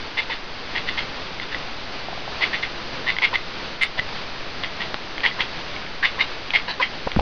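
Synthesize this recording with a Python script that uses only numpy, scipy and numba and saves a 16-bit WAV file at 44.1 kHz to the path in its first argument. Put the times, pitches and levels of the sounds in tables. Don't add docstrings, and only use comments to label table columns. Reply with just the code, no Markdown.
import sys
import numpy as np
from scipy import signal
from scipy.fft import rfft, irfft, next_fast_len
from scipy.io import wavfile
from scipy.ndimage import uniform_filter1d
from numba import njit

SR = 44100
rng = np.random.default_rng(int(sys.argv[2]) if len(sys.argv) > 2 else 0)


def level_to_linear(level):
    exponent = np.asarray(level, float) / 20
    return 10 ** exponent


def digitize_waveform(pressure):
    field = np.atleast_2d(pressure).T
    bounded = np.clip(field, -1, 1)
    quanta = np.round(bounded * 32767).astype(np.int16)
    wavfile.write(sys.argv[1], SR, quanta)


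N = 317947

# start [s], voiced length [s], level as the mouth opens [dB], level as the folds stop [dB].
CALLS = [(0.170, 0.026, -26.5, -22), (0.300, .030, -32, -27), (0.75, .031, -26.5, -24.5),
         (0.873, 0.022, -32, -27), (0.975, 0.02, -24.5, -26), (1.412, .020, -38, -41),
         (1.514, 0.0136, -38, -30), (2.409, 0.032, -26, -16.5), (2.530, .022, -23, -22.5),
         (2.627, 0.011, -26, -20), (3.065, 0.0361, -26, -17), (3.219, 0.033, -21.5, -13),
         (3.336, .017, -25, -23), (3.811, 0.0236, -21.5, -15), (3.976, .012, -35.5, -28.5),
         (4.631, .010, -26, -24.5), (4.803, 0.02, -29, -29), (5.233, .031, -22.5, -15),
         (5.392, .020, -27, -22), (6.027, .031, -19, -15), (6.190, 0.023, -27, -15.5),
         (6.535, 0.028, -21.5, -12), (6.678, .030, -34, -30), (6.814, 0.0218, -21, -16)]
# mouth resonance [Hz], tooth-gap resonance [Hz],
# upper mouth level [dB].
MOUTH_SHAPES = [(2100, 3440, -23), (2026, 3500, -28), (2000, 3300, -27), (1990, 3530, -27.5),
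                (2100, 3170, -26.5), (2050, 3490, -33.5), (1816, 3440, -33), (2090, 3342, -21),
                (2000, 3420, -27.5), (2030, 3400, -26.5), (2005, 3540, -25), (2160, 3280, -21),
                (2010, 3430, -26.5), (2150, 3480, -22.5), (1890, 3350, -31), (2040, 3190, -28.5),
                (1970, 3330, -28.5), (2110, 3234, -19.5), (2110, 3280, -20.5), (2070, 3510, -21),
                (2150, 3650, -20.5), (2128, 3230, -20.5), (1710, 3970, -28), (2080, 3100, -23.5)]
UPPER_SWELL_DB = (-12, -3.5, -0.5, -6, -17.5)
# start [s], length [s], level [dB], throat resonance [Hz],
# share by which the shut jaw lowers the mouth resonance.
THROAT_ONSETS = [(0.169, 0.032, -34.5, 894, .02), (0.296, .016, -29, 880, .01),
                 (0.751, 0.0245, -34.5, 874, .01), (0.975, .012, -35.5, 930, .01),
                 (2.406, 0.0287, -32, 971, .01), (2.527, .028, -35.5, 941, .01),
                 (3.062, 0.027, -33, 1050, .06), (3.218, .022, -27, 970, .01), (3.328, .016, -25, 985, .01),
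                 (3.976, 0.01344, -31, 830, .01), (4.800, .026, -36.5, 1110, .02),
                 (5.233, .045, -29, 1000, 0.057), (5.384, .034, -32.5, 1020, 0.11),
                 (6.026, 0.034, -29.5, 1160, 0.14), (6.179, 0.043, -33, 1100, 0.091),
                 (6.535, .022, -27.5, 880, .01), (6.679, .033, -30, 900, .01),
                 (6.798, 0.022, -20.5, 978, 0.041)]
# centre [Hz], width [Hz], level [dB].
UPPER_MOUTH_RESONANCES = [(2772, 250, 0), (3300, 310, 0.5), (4150, 330, -18)]
# time [s], peak
# [dB], ring [Hz], ring t60 [s], crack relative to ring [dB].
MOUTH_CLICKS = [(0.189, -12, 2100, .03, -3), (2.431, -13, 2080, .02, 0), (5.253, -6.5, 1940, .014, -4),
                (5.312, -22, 2000, 0.055, -10), (6.213, -10, 2150, .012, -2), (6.5595, -11, 2120, .02, -4),
                (0.889, -17, 2049, 0.0264, 0), (1.3986, -15.5, 2074, 0.0169, -1),
                (1.546, -13, 1970, 0.024, -5), (3.166, -15, 2006, 0.0194, -4),
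                (3.1858, -9, 2146, 0.018, -2), (3.3558, -7, 2062, 0.034, -1.5),
                (3.991, -12.5, 1974, 0.025, -5), (3.9949, -8, 1955, 0.024, -3),
                (4.6364, -13, 2080, .022, -3), (5.1803, -12, 2170, 0.0074, -6),
                (5.2053, -16, 2397, .008, -4), (5.4066, -4, 2170, 0.0086, -9),
                (5.422, -11.5, 3300, 0.013, -5), (6.713, -16.5, 4387, .012, -5),
                (5.7634, -18, 2256, .015, -3), (5.8638, -21.5, 2211, 0.0146, -6),
                (6.5058, -9, 2540, 0.0084, -4), (7.1173, -12.5, 2240, 0.0077, -3.5)]
# time [s], peak [dB], ring [Hz].
FAR_TAPS = [(2.085, -22, 748), (2.129, -22.5, 750), (2.177, -23, 730), (2.278, -21.5, 772),
            (2.504, -26.5, 648)]
# time [s], peak [dB], ring [Hz], ring t60 [s].
BODY_KNOCKS = [(3.991, -19.5, 121, 0.026), (4.9432, -9, 1410, 0.00356), (4.9434, -6, 3300, 0.0018),
               (4.9467, -16.5, 1000, 0.0041), (7.068, -12, 204, 0.0147), (7.0717, -10.5, 500, 0.0083),
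               (7.0739, -10, 758, 0.017), (7.076, -9.5, 980, 0.0071), (7.135, -33, 35, 0.14),
               (7.164, -4.5, 148, 0.018), (7.163, -7.5, 1290, 0.00356), (7.1699, -5, 224, 0.0216),
               (7.177, -14, 88.3, 0.046), (7.191, -5.5, 679, 0.0147), (7.195, -7, 833, 0.0136),
               (7.197, -10, 2800, 0.0022), (7.188, -13, 49.87, .15), (7.208, -13, 600, 0.012)]
# frequency [Hz], level [dB per Hz].
HISS_SPECTRUM = [(7, -20), (12, 4), (17, -4), (32, -13), (60, -14.5), (120, -15), (500, -15), (1080, -16),
                 (2500, -18), (4500, -20.5)]
# frequency [Hz], gain [dB].
TOP_EDGE = [(4600, 0.5), (5150, -3.5), (5400, -10), (5900, -11), (6400, -20), (6800, -31.5), (7000, -43.5),
            (7250, -75)]
# time [s], level [dB].
TOP_BAND_OPENING = [
    (3.811, -65),
    (3.831, -44),
    (3.871, -76.5),
    (3.876, -83),
]

CREAK_HZ, HUM_HZ = 273.22, 510
FIRST_SLAP = .3
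ATTACK_S, ATTACK_DB = .003, -9
CUT_S, LEAK_DB, LEAK_FOLLOWS = .011, -27.5, .4
TAIL_S, TAIL_DB = .032, -7.5
UPPER_FOLLOWS = .5
THROAT_ATTACK_S, THROAT_ATTACK_DB, THROAT_SAG_DB = .004, -8, -4
THROAT_RELEASE_S, THROAT_RELEASE_DB = .01, -8
JAW_DROPS_AT, JAW_DROP_S = .58, .003
JAW_RISE = .035
SHUT_JAW_DB = -60
MOUTH_WIDTH_HZ, TEETH_WIDTH_HZ, THROAT_WIDTH_HZ, UNDERTONE_HZ = 143, 140, 240, 500
ROOM_T60_S, ROOM_DB = .18, -15
HISS_DB = -32.5
OFFSET, OFFSET_WANDER = -.0161, .004


def chatter():
    db, level, hz, upper_db, teeth_hz = call_controls(mouth_calls())
    throat_db, throat_level, throat_hz, shut = call_controls(throat_calls())
    calling, throat_on = db > -75, throat_db > -70
    closed = np.clip((throat_db - db + 4) / 6, 0, 1)
    airy = np.clip((upper_db + 1.5) / 8, 0, 1)
    jaw_shut = shut * throat_on

    slaps = folds(closed, calling | throat_on, jitter=.25, spread_db=4.5)
    puff = signal.lfilter([1], [1, -.985], slaps) * rng.standard_normal(N)
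    source = slaps + (.061 + .25 * airy) * puff + .04 * airy * rng.standard_normal(N)

    hz = hz * (1 + JAW_RISE * jaw_opening(calling)) * (1 - jaw_shut)
    focused = moving(source, hz, 1700)
    mouth = evened(moving(focused, hz, MOUTH_WIDTH_HZ * (1 + 1.1 * airy ** 2)), .013)

    low = slaps + .085 * puff + 1e-18
    undertone = evened(resonances(low, [(UNDERTONE_HZ, 150, 0)]), .008)
    throat = evened(moving(low, throat_hz, THROAT_WIDTH_HZ), .0074) + level_to_linear(-9.5) * closed * undertone

    soft = signal.lfilter([1], [1, -.6], source)
    teeth = evened(moving(soft, teeth_hz, TEETH_WIDTH_HZ), .017)
    upper = evened(resonances(soft, UPPER_MOUTH_RESONANCES), .012) + level_to_linear(2.5) * teeth
    spike_band = signal.butter(2, [1100, 3800], "band", fs=SR, output="sos")
    spike = evened(signal.sosfilt(spike_band, source), .02)

    upper_gain = level_to_linear(upper_db - 6 + SHUT_JAW_DB * jaw_shut)
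    call = level_to_linear(-3.5 * airy) * mouth + upper_gain * (upper + level_to_linear(2.5) * spike)
    return level * call + throat_level * level_to_linear(1.5) * throat


def folds(closed, sounding, jitter, spread_db):
    unsteady = np.exp(jitter * (1 - .85 * closed) * drift(120))
    rate = (CREAK_HZ + (HUM_HZ - CREAK_HZ) * closed) * unsteady
    cycles = np.cumsum(rate) / SR
    since_start = cycles - np.maximum.accumulate(cycles * ~sounding)
    slap = np.diff(np.floor(since_start + 1 - FIRST_SLAP), prepend=0) > 0
    return (slap + 1e-9) * level_to_linear(spread_db * (.5 - .8 * closed) * rng.standard_normal(N))


def jaw_opening(sounding):
    i = np.arange(N)
    since_s = (i - np.maximum.accumulate(i * ~sounding)) / SR
    return np.clip(since_s / .0289 - 1, -1, 1)


def mouth_calls():
    calls = []
    for (s, length, open_db, stop_db), (hz, teeth_hz, upper_db) in zip(CALLS, MOUTH_SHAPES):
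        times = s + np.cumsum([0, ATTACK_S, max(length - ATTACK_S, 1 / SR), CUT_S, TAIL_S])
        leak_db = LEAK_DB + LEAK_FOLLOWS * stop_db
        db = [open_db + ATTACK_DB, open_db, stop_db, leak_db, leak_db + TAIL_DB]
        follow_db = UPPER_FOLLOWS * (open_db - stop_db) * (times < times[2])
        upper = upper_db + np.array(UPPER_SWELL_DB) + follow_db
        calls.append([(t, level, hz, above - level, teeth_hz) for t, level, above in zip(times, db, upper)])
    return calls


def throat_calls():
    calls = []
    for s, length, db, hz, shut in THROAT_ONSETS:
        drop, end = s + max(JAW_DROPS_AT * length, THROAT_ATTACK_S), s + length
        sag_db, end_db = db + THROAT_SAG_DB * JAW_DROPS_AT, db + THROAT_SAG_DB
        calls.append([(s, db + THROAT_ATTACK_DB, hz, shut),
                      (s + THROAT_ATTACK_S, db, hz, shut),
                      (drop, sag_db, hz, shut),
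                      (drop + JAW_DROP_S, sag_db, hz, 0),
                      (end, end_db, hz, 0),
                      (end + THROAT_RELEASE_S, end_db + THROAT_RELEASE_DB, hz, 0)])
    return calls


def call_controls(calls):
    t, rows = np.arange(N) / SR, np.concatenate(calls)
    rows = rows[np.argsort(rows[:, 0], kind="stable")]
    db, *others = [np.interp(t, rows[:, 0], column) for column in rows.T[1:]]
    starts = np.sort([call[0][0] for call in calls])
    ends = np.sort([call[-1][0] for call in calls])
    on = np.searchsorted(starts, t) > np.searchsorted(ends, t)
    return db - 60 * ~on, uniform_filter1d(on * level_to_linear(db), size=90), *others


def clicks():
    out, cracks = np.zeros(N), np.zeros(N) + 1e-18
    for s, db, hz, t60, crack_db in MOUTH_CLICKS:
        add(out, s, level_to_linear(db - .5) * ring(hz, t60))
        cracks[round(s * SR)] = level_to_linear(db + crack_db)
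    bright = signal.lfilter([1, -1], [1, -.55], cracks)
    return out + level_to_linear(18.5) * resonances(cracks, UPPER_MOUTH_RESONANCES) + level_to_linear(12) * bright


def taps_and_knocks():
    out = np.zeros(N)
    swell = 1 - np.exp(-np.arange(round(.1 * SR)) / 15.2)
    for s, db, hz in FAR_TAPS:
        add(out, s, level_to_linear(db + 5.5) * ring(hz, .015) * swell)
    for s, db, hz, t60 in BODY_KNOCKS:
        add(out, s, -level_to_linear(db) * ring(hz, t60))
    return out


def room(x):
    t = np.arange(round(.3 * SR)) / SR
    tail = rng.standard_normal(len(t)) * level_to_linear(-60 * t / ROOM_T60_S) * (t > .004)
    return level_to_linear(ROOM_DB) * signal.fftconvolve(x, tail / np.sqrt(np.sum(tail ** 2)))[:N]


def hiss():
    size = next_fast_len(N)
    below_top = np.arange(size // 2 + 1) < size * 7500 / SR
    spectrum = rfft(rng.standard_normal(size)) * on_log_hz(HISS_SPECTRUM, size) * below_top
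    return level_to_linear(HISS_DB + 1.19 * drift(2.84)) * rms_one(irfft(spectrum, size)[:N])


def rms_one(x):
    return x / np.sqrt(np.mean(x ** 2) + 1e-20)


def evened(x, window_s):
    return x / np.sqrt(abs(uniform_filter1d(x ** 2, round(window_s * SR))) + 1e-12)


def drift(rate):
    r = np.exp(-2 * np.pi * rate / SR)
    return rms_one(signal.lfilter([1], [1, -2 * r, r * r], rng.standard_normal(N + SR))[SR:])


@njit
def moving_resonance(x, cosine, r):
    y = np.zeros(len(x))
    for i in range(2, len(x)):
        y[i] = x[i] + 2 * r[i] * cosine[i] * y[i - 1] - r[i] * r[i] * y[i - 2]
    return y


def moving(x, hz, width_hz):
    r = np.exp(-np.pi * width_hz / SR + np.zeros(N))
    return moving_resonance(x - np.roll(x, 2), np.cos(2 * np.pi * hz / SR), r)


def resonances(x, table):
    out = 0
    for k, (hz, width_hz, db) in enumerate(table):
        r = np.exp(-np.pi * width_hz / SR)
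        poles = [1, -2 * r * np.cos(2 * np.pi * hz / SR), r * r]
        out = out + (-1) ** k * level_to_linear(db) * signal.lfilter([1 - r * r, 0, r * r - 1], poles, x)
    return out


def ring(hz, t60):
    t = np.arange(round(.1 * SR)) / SR
    return np.sin(2 * np.pi * hz * t) * level_to_linear(-60 * t / t60)


def add(out, s, burst):
    i = round(s * SR)
    out[i:i + len(burst)] += burst[:N - i]


def on_log_hz(points, size):
    hz = np.maximum(np.arange(size // 2 + 1) * SR / size, 1)
    table_hz, table_db = np.transpose(points)
    return level_to_linear(np.interp(np.log(hz), np.log(table_hz), table_db))


def scene():
    cat = chatter() + clicks()
    return (cat + room(cat) + taps_and_knocks())[None]


def opened_top(dry):
    s, db = np.transpose(TOP_BAND_OPENING)
    t = np.arange(N) / SR
    band = signal.butter(8, [6300, 10900], "band", fs=SR, output="sos")
    top = signal.sosfilt(band, dry[0] + .013 * rng.standard_normal(N))
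    return evened(top, .015) * level_to_linear(np.interp(t, s, db) + 2) * (t > s[0]) * (t < s[-1])


def roll_off(x):
    return signal.sosfilt(signal.butter(12, 11500, fs=SR, output="sos"), x)


def record(dry):
    size = next_fast_len(N + SR // 10)
    rounded = .9477 * np.tanh(dry / .986)
    narrow = irfft(rfft(rounded + hiss(), size) * on_log_hz(TOP_EDGE, size), size)[:, :N]
    return roll_off(narrow + opened_top(dry) + OFFSET + OFFSET_WANDER * drift(4))


dry = scene()
out = record(dry)
digitize_waveform(out)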